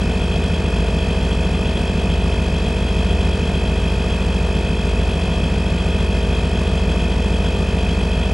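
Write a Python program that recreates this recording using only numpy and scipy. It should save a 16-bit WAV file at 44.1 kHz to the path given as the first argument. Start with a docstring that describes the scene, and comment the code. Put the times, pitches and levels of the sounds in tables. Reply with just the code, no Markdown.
"""A small geared piston compressor pumps on the grass beside a pickup whose eight-cylinder engine idles.
The pump knocks twice a turn, its gear sings under load, the motor shaft beats against the crank, and air
hisses and whistles through the valves: tones and shaped noise that all follow one crank angle.
The exhaust drones on multiples of the engine cycle over a low rumble.
Two microphone ports hear nearly the same, with a small lag and one later echo between them."""
import sys
import numpy as np
from scipy import signal
from scipy.fft import rfft, irfft, next_fast_len
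from scipy.io import wavfile
from scipy.ndimage import map_coordinates

SR = 44100
rng = np.random.default_rng(int(sys.argv[2]) if len(sys.argv) > 2 else 0)


def to_wav(s):
    """Save 16-bit WAV."""
    ch = np.atleast_2d(s).T  # columns
    pcm = np.round(np.clip(ch, -1, 1) * 32767)  # PCM
    wavfile.write(sys.argv[1], SR, pcm.astype(np.int16))


N = 367661

WHEEL_TEETH, PINION_TEETH = 53, 11
SHAFT_RATIO = WHEEL_TEETH / PINION_TEETH  # motor shaft turns per crank turn
NEAREST_RATIO = 5  # the whole number of shaft turns it beats against


def undb(db):
    """Gain of a level in dB."""
    return 10 ** (np.asarray(db) / 20)


def level(x, db):
    """Scale to an rms level in dB."""
    return x * undb(db) / np.sqrt(np.mean(x ** 2))


def curve(table):
    """Columns of a time table, one value a sample."""
    s, *columns = np.transpose(table)
    return [np.interp(np.arange(N) / SR, s, c) for c in columns]


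def colour(x, points, rings=(), phase=0.):
    """Filter by (f/Hz, level/dB) points and (f/Hz, width/Hz, level/dB) bells; phase in radians at the points."""
    size = next_fast_len(N)
    hz = np.arange(size // 2 + 1) * SR / size + 1e-3
    at, point_db = np.transpose(points)
    db = np.interp(np.log(hz), np.log(at), point_db)
    for f, width, ring_db in rings:
        db = db + ring_db / (1 + (2 * (hz - f) / width) ** 2)
    turn = np.exp(1j * np.interp(hz, at, phase + 0 * at))
    return irfft(rfft(x, size) * undb(db) * turn, size)[:N]


def walk(rate):
    """Smooth random wander around 0 through standard normal knots, `rate` of them a second."""
    knots = rng.standard_normal(int(N / SR * 200) + 4)
    coarse = np.arange(0, N + 64, 64)
    wander = map_coordinates(knots, [coarse / SR * rate], order=3)
    return np.interp(np.arange(N), coarse, wander)


def hump(turns, at, width):
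    """A bell once a turn, peak 1; place and width in shares of a turn."""
    return np.exp((np.cos(2 * np.pi * (turns - at)) - 1) / (2 * np.pi * width) ** 2)


# the idle hunts a little: (t/s, firing rate f/Hz)
IDLE_FIRINGS = [(0.0, 55.7), (0.74, 55.1), (0.93, 55.35), (1.92, 55.14), (2.92, 55.4), (3.56, 55.27),
                (3.8, 55.42), (4.99, 54.89), (5.18, 54.88), (5.97, 55.88), (6.77, 54.44), (7.51, 56.3),
                (7.8, 55.15), (8.34, 55.46)]
# exhaust tones: (multiple of the full engine cycle, relative level/dB)
EXHAUST_ORDERS = [(1, -34.0), (2, -35.4), (3, -24), (4, -30), (5, -18.2), (6, -14), (7, -25), (8, 0.5),
                  (9, -42), (10, -39), (11, -3), (12, -9.5), (13, -9.5), (14, -12.5), (15, -39), (16, -19),
                  (17, -42), (18, -15), (19, -38), (20, -21.5), (21, -14.5), (22, -41), (23, -15),
                  (24, -13), (25, -7.5), (26, -23), (27, -11.5), (28, -17), (29, -11), (30, -20.5),
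                  (31, -20.6), (32, -25), (33, -27.1), (34, -14.5), (35, -18), (36, -25), (37, -24.5),
                  (38, -29), (39, -21), (40, -33.5), (41, -30), (42, -46), (43, -37), (44, -24.5)]
# shape of the low exhaust noise: (f/Hz, relative level/dB per Hz)
RUMBLE_SHAPE = [(20, -40), (35, -11), (60, 9), (100, -20), (125, 2), (180, 7.5), (250, 5.5), (330, -32),
                (600, -50), (2000, -110)]
# in firing order: (strength level/dB, lateness through its own manifold branch t/ms)
CYLINDERS_FIRING = [(-1.8, -0.46), (-7.6, 0.67), (2.5, -1.68), (1.2, 1.38), (-1.0, -2.68), (6.0, 0.94),
                    (-1.8, 1.41), (2.5, 0.42)]
FIRST_CYCLE = .1486  # share of a cycle gone at the start
PIPE_TURN, PIPE_SPREAD = 1.75, .0088  # radians; radians per multiple squared


def engine(db=-17.5, waver=0.17, waver_rate=5.0, rumble_db=-16, throb=0.26):
    """Pickup exhaust: tones set in step by the firing pattern, each wavering with uneven burns, over rumble."""
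    cycle_hz = curve(IDLE_FIRINGS)[0] / len(CYLINDERS_FIRING)
    cycle = FIRST_CYCLE + np.cumsum(cycle_hz) / SR
    strength_db, late_ms = np.transpose(CYLINDERS_FIRING)
    even_moment = np.arange(len(CYLINDERS_FIRING)) / len(CYLINDERS_FIRING)
    moment = even_moment + late_ms / 1000 * cycle_hz.mean()  # share of a cycle
    tones = 0
    for k, order_db in EXHAUST_ORDERS:
        firing_sum = undb(strength_db) @ np.exp(-2j * np.pi * k * moment)
        # the pipe lets higher tones out a little later
        start = np.angle(firing_sum) + PIPE_TURN - PIPE_SPREAD * k ** 2
        wobble = 1 + waver * (walk(waver_rate) + 1j * walk(waver_rate))
        tone = (wobble * np.exp(1j * (2 * np.pi * k * cycle + start))).real
        tones = tones + undb(order_db) * tone
    # the rumble swells once a cycle
    swell = 1 + throb * hump(cycle, 0.39, width=0.047)
    rumble = colour(swell * rng.standard_normal(N), RUMBLE_SHAPE)
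    return undb(db) * (level(tones, 0) + level(rumble, rumble_db))


def beat(turns):
    """Angle in radians by which the motor shaft slips against the crank."""
    return 2 * np.pi * (NEAREST_RATIO - SHAFT_RATIO) * turns


# how the housing answers the knocks: (multiple of the crank turn, relative level/dB)
HOUSING_ORDERS = [(7, -41.5), (8, -33.5), (9, -32.5), (10, -37.0), (11, -40.0), (12, -43.0), (13, -36.5),
                  (14, -52.5), (15, -51.0), (16, -72.5), (17, -50.0), (18, -42.0), (19, -44.0), (20, -48.0),
                  (21, -56.5), (22, -56.5), (23, -55.0), (25, -60.5), (27, -52.5), (29, -58.5), (30, -63.0),
                  (31, -57.0), (33, -50.5), (34, -64.0), (36, -50.5), (37, -63.5), (47, -50.5), (48, -54)]
# moments of the outlet valve knock and the piston reversal knock: (share of a turn, share of a turn)
KNOCK_MOMENTS = (.7937, 0.0347)
KNOCK_SPREAD, HOUSING_TURN = .0074, .92  # radians per multiple squared; radians


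def knocks(turns, outlet_share=0.85, waver=0.03, runout=0.01, shift_turns=0.0008):
    """Valve and piston reversal knock every turn; an off-centre pinion sways their strength and moment."""
    swayed = turns + shift_turns * np.sin(beat(turns))
    tones = 0
    for k, db in HOUSING_ORDERS:
        # two blows a turn set the step of each tone; lower tones ring out later
        outlet, reversal = (np.exp(-2j * np.pi * k * at) for at in KNOCK_MOMENTS)
        start = np.angle(outlet_share * outlet + reversal) + KNOCK_SPREAD * k ** 2 + HOUSING_TURN
        tone = np.cos(2 * np.pi * k * swayed + start)
        tones = tones + undb(db) * (1 + waver * walk(11.0)) * tone
    return tones * (1 + runout * np.cos(beat(turns)))


# shape of motor ticks, air and rattle: (f/Hz, relative level/dB per Hz)
AIR_SHAPE = [(200, -24.5), (300, -1), (450, -2.5), (600, -8), (760, -6.5), (850, -11.5), (1300, -10),
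             (2100, -15.5), (2800, -28), (3750, -21.5), (5200, -22), (5600, -22), (9800, -30),
             (11000, -38.5), (14600, -47)]
# resonances and dips in that shape: (f/Hz, width f/Hz, level/dB)
AIR_RINGS = [(690.4, 57, 7), (1500, 94, 3.5), (1586, 34, -8), (2555, 250, 14), (5250, 59, -13),
             (4530, 55, -6), (1334, 65, -7.5), (3050, 52, 13.5), (3630, 140, -22), (3740, 120, 10),
             (4400, 130, 4.5), (5990, 190, -3.5), (4560, 32, 10), (4800, 160, 6.5), (5190, 160, 8),
             (6620, 270, 1.5), (7520, 250, 5), (8690, 220, 5.5), (9660, 230, 6.5), (9920, 140, -12),
             (10150, 230, 8)]


def motor(turns):
    """Shaft-rate ticks of the motor, harder on the compression stroke."""
    ticks = hump(turns * SHAFT_RATIO, 0, width=0.029)
    load = 0.72 + hump(turns, 0.39, width=0.33)
    return colour(ticks * load, AIR_SHAPE, AIR_RINGS)


def gear(turns):
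    """Tooth mesh swells on the compression stroke while the crank's uneven pace bends its pitch."""
    load = 0.082 + hump(turns, 0.5, width=0.11)
    # sway of the mesh angle in radians: once and twice a turn, and at random
    slowing = 1.26 * np.sin(2 * np.pi * (turns - .05)) + 0.69 * np.sin(4 * np.pi * (turns - .2))
    slowing = slowing + 0.21 * walk(40.)
    mesh = 2 * np.pi * WHEEL_TEETH * turns + slowing
    song = np.cos(mesh) + undb(-22.5) * np.cos(2 * mesh)
    return load * undb(0.87 * walk(30.)) * song


def blows(turns, at, scatter_db, runout):
    """One click a turn, shared between two samples; an off-centre pinion sways its strength."""
    out = np.zeros(N + 1)
    count = np.arange(1, int(turns[-1] - at) - 1)
    place = np.interp(count + at, turns, np.arange(N))
    scatter = undb(scatter_db * rng.standard_normal(len(count)))
    size = scatter * (1 + runout * np.cos(beat(count)))
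    i = place.astype(int)
    out[i] += size * (i + 1 - place)
    out[i + 1] += size * (place - i)
    return out[:N]


def grit(turns, repeating, wobble_turns=0.0053, size=400, count=4):
    """Noise whose treble is partly wheel wear, back every crank turn but read unevenly by the pinion."""
    shaft = 2 * np.pi * turns * SHAFT_RATIO
    uneven = 0
    for h in range(1, count + 1):
        uneven = uneven + wobble_turns * np.cos(h * shaft + 2 * np.pi * rng.random()) / h
    marks = rng.standard_normal(size)  # wear marks round the wheel
    wheel = np.interp((turns + uneven) * size, np.arange(size), marks, period=size)
    # scaled by the root of marks passing per sample
    wear = level(wheel, 0) * np.sqrt(size * turns[-1] / N)
    fresh = rng.standard_normal(N)
    # the fine wear marks take their share only above 1300 Hz
    fine = signal.butter(3, 1300, "high", fs=SR, output="sos")
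    exchange = np.sqrt(repeating) * wear + (np.sqrt(1 - repeating) - 1) * fresh
    return fresh + signal.sosfiltfilt(fine, exchange)


# the narrow whistle band: (f/Hz, relative level/dB)
WHISTLE_BAND = [(1000, -82), (2200, -15), (2900, -5.5), (3180, 1.5), (3270, 5.5), (3380, 1), (3600, -13),
                (4200, -17), (6000, -90)]


def whistle(turns):
    """A narrow rough whistle, choked once a turn, that throbs with the shaft beat."""
    slip = beat(turns)
    throb_db = 2.2 * np.cos(slip) + 1.3 * np.cos(2 * slip + .8) + 1.6 * np.cos(3 * slip + 2.1)
    choke = 1.05 - 0.41 * hump(turns, 0.36, width=0.15)
    flow = choke * undb(throb_db + 0.86 * walk(6.))
    # two valve taps each turn ring the same band in step with the crank
    taps = sum(blows(turns, at, scatter_db=2.0, runout=0.043) for at in (.24, .8))
    return colour(flow * grit(turns, repeating=0.29) + 7 * taps, WHISTLE_BAND)


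def air(turns):
    """Hiss that swells as the air is pushed out, with small rattles at the valve events."""
    flow = 0.48 + 0.66 * hump(turns, 0.82, width=0.18)
    flow = flow * (1 + 0.017 * np.cos(2 * np.pi * turns * SHAFT_RATIO))
    puffs = sum(blows(turns, at, scatter_db=4.5, runout=0.37) for at in (.95, .06))
    # each puff dies away with a 0.25 ms time constant
    rattle = signal.lfilter([1], [1, -np.exp(-1 / (0.00025 * SR))], puffs)
    strength = (flow + 0.25 * rattle) * undb(0.38 * walk(25.))
    return colour(strength * grit(turns, repeating=0.51), AIR_SHAPE, AIR_RINGS)


# pace of the pump: (t/s, crank turn rate f/Hz)
CRANK_PACE = [(0.0, 49.39), (1.72, 49.51), (3.39, 49.32), (5.6, 49.42), (6.47, 49.34), (8.34, 49.38)]


def compressor(db=-25.5):
    """Pump on the grass: all its parts follow one crank."""
    turns = np.cumsum(curve(CRANK_PACE)[0]) / SR
    # (part, level/dB within the pump)
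    parts = [(knocks, -3.2), (motor, -17), (gear, -11), (whistle, -11), (air, -5)]
    return undb(db) * sum(level(part(turns), part_db) for part, part_db in parts)


# half-difference of the two microphone ports against their middle: (f/Hz, steady level/dB, delayed echo
# level/dB)
PORT_DIFFERENCE = [(60, -60, -64), (196, -68, -56), (370, -23, -44), (805, -48, -11), (1780, -32.5, -19),
                   (2500, -9.5, -29), (3500, -10.5, -9), (4030, -13, -5), (4440, -52, -56),
                   (6000, -53, -61), (6700, -37, -32), (9250, -45, -38), (9870, -12, -10), (11000, -5, -2),
                   (12300, -14, -3), (14300, -18, -2)]


def scene():
    """The two ports hear nearly the same; a small lag and one later, filtered echo set them apart."""
    mid = engine() + compressor()
    hz, steady_db, echo_db = np.transpose(PORT_DIFFERENCE)
    # a lag (near quarter-cycle difference) below 5 kHz, a louder left port above
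    phase = np.where(hz < 5000, -1.4, .1)
    steady = colour(mid, np.c_[hz, steady_db], phase=phase)
    late = np.roll(mid, int(.031 * SR))  # 31 ms later; the end wraps to the start
    side = steady + colour(late, np.c_[hz, echo_db])
    return np.array([mid + side, mid - side])


def record(dry):
    """The camera behind the ports cuts the top steeply above 14.5 kHz."""
    top_cut = signal.ellip(12, .2, 60, 14500, fs=SR, output="sos")
    return signal.sosfilt(top_cut, dry)


dry = scene()
out = record(dry)
to_wav(out)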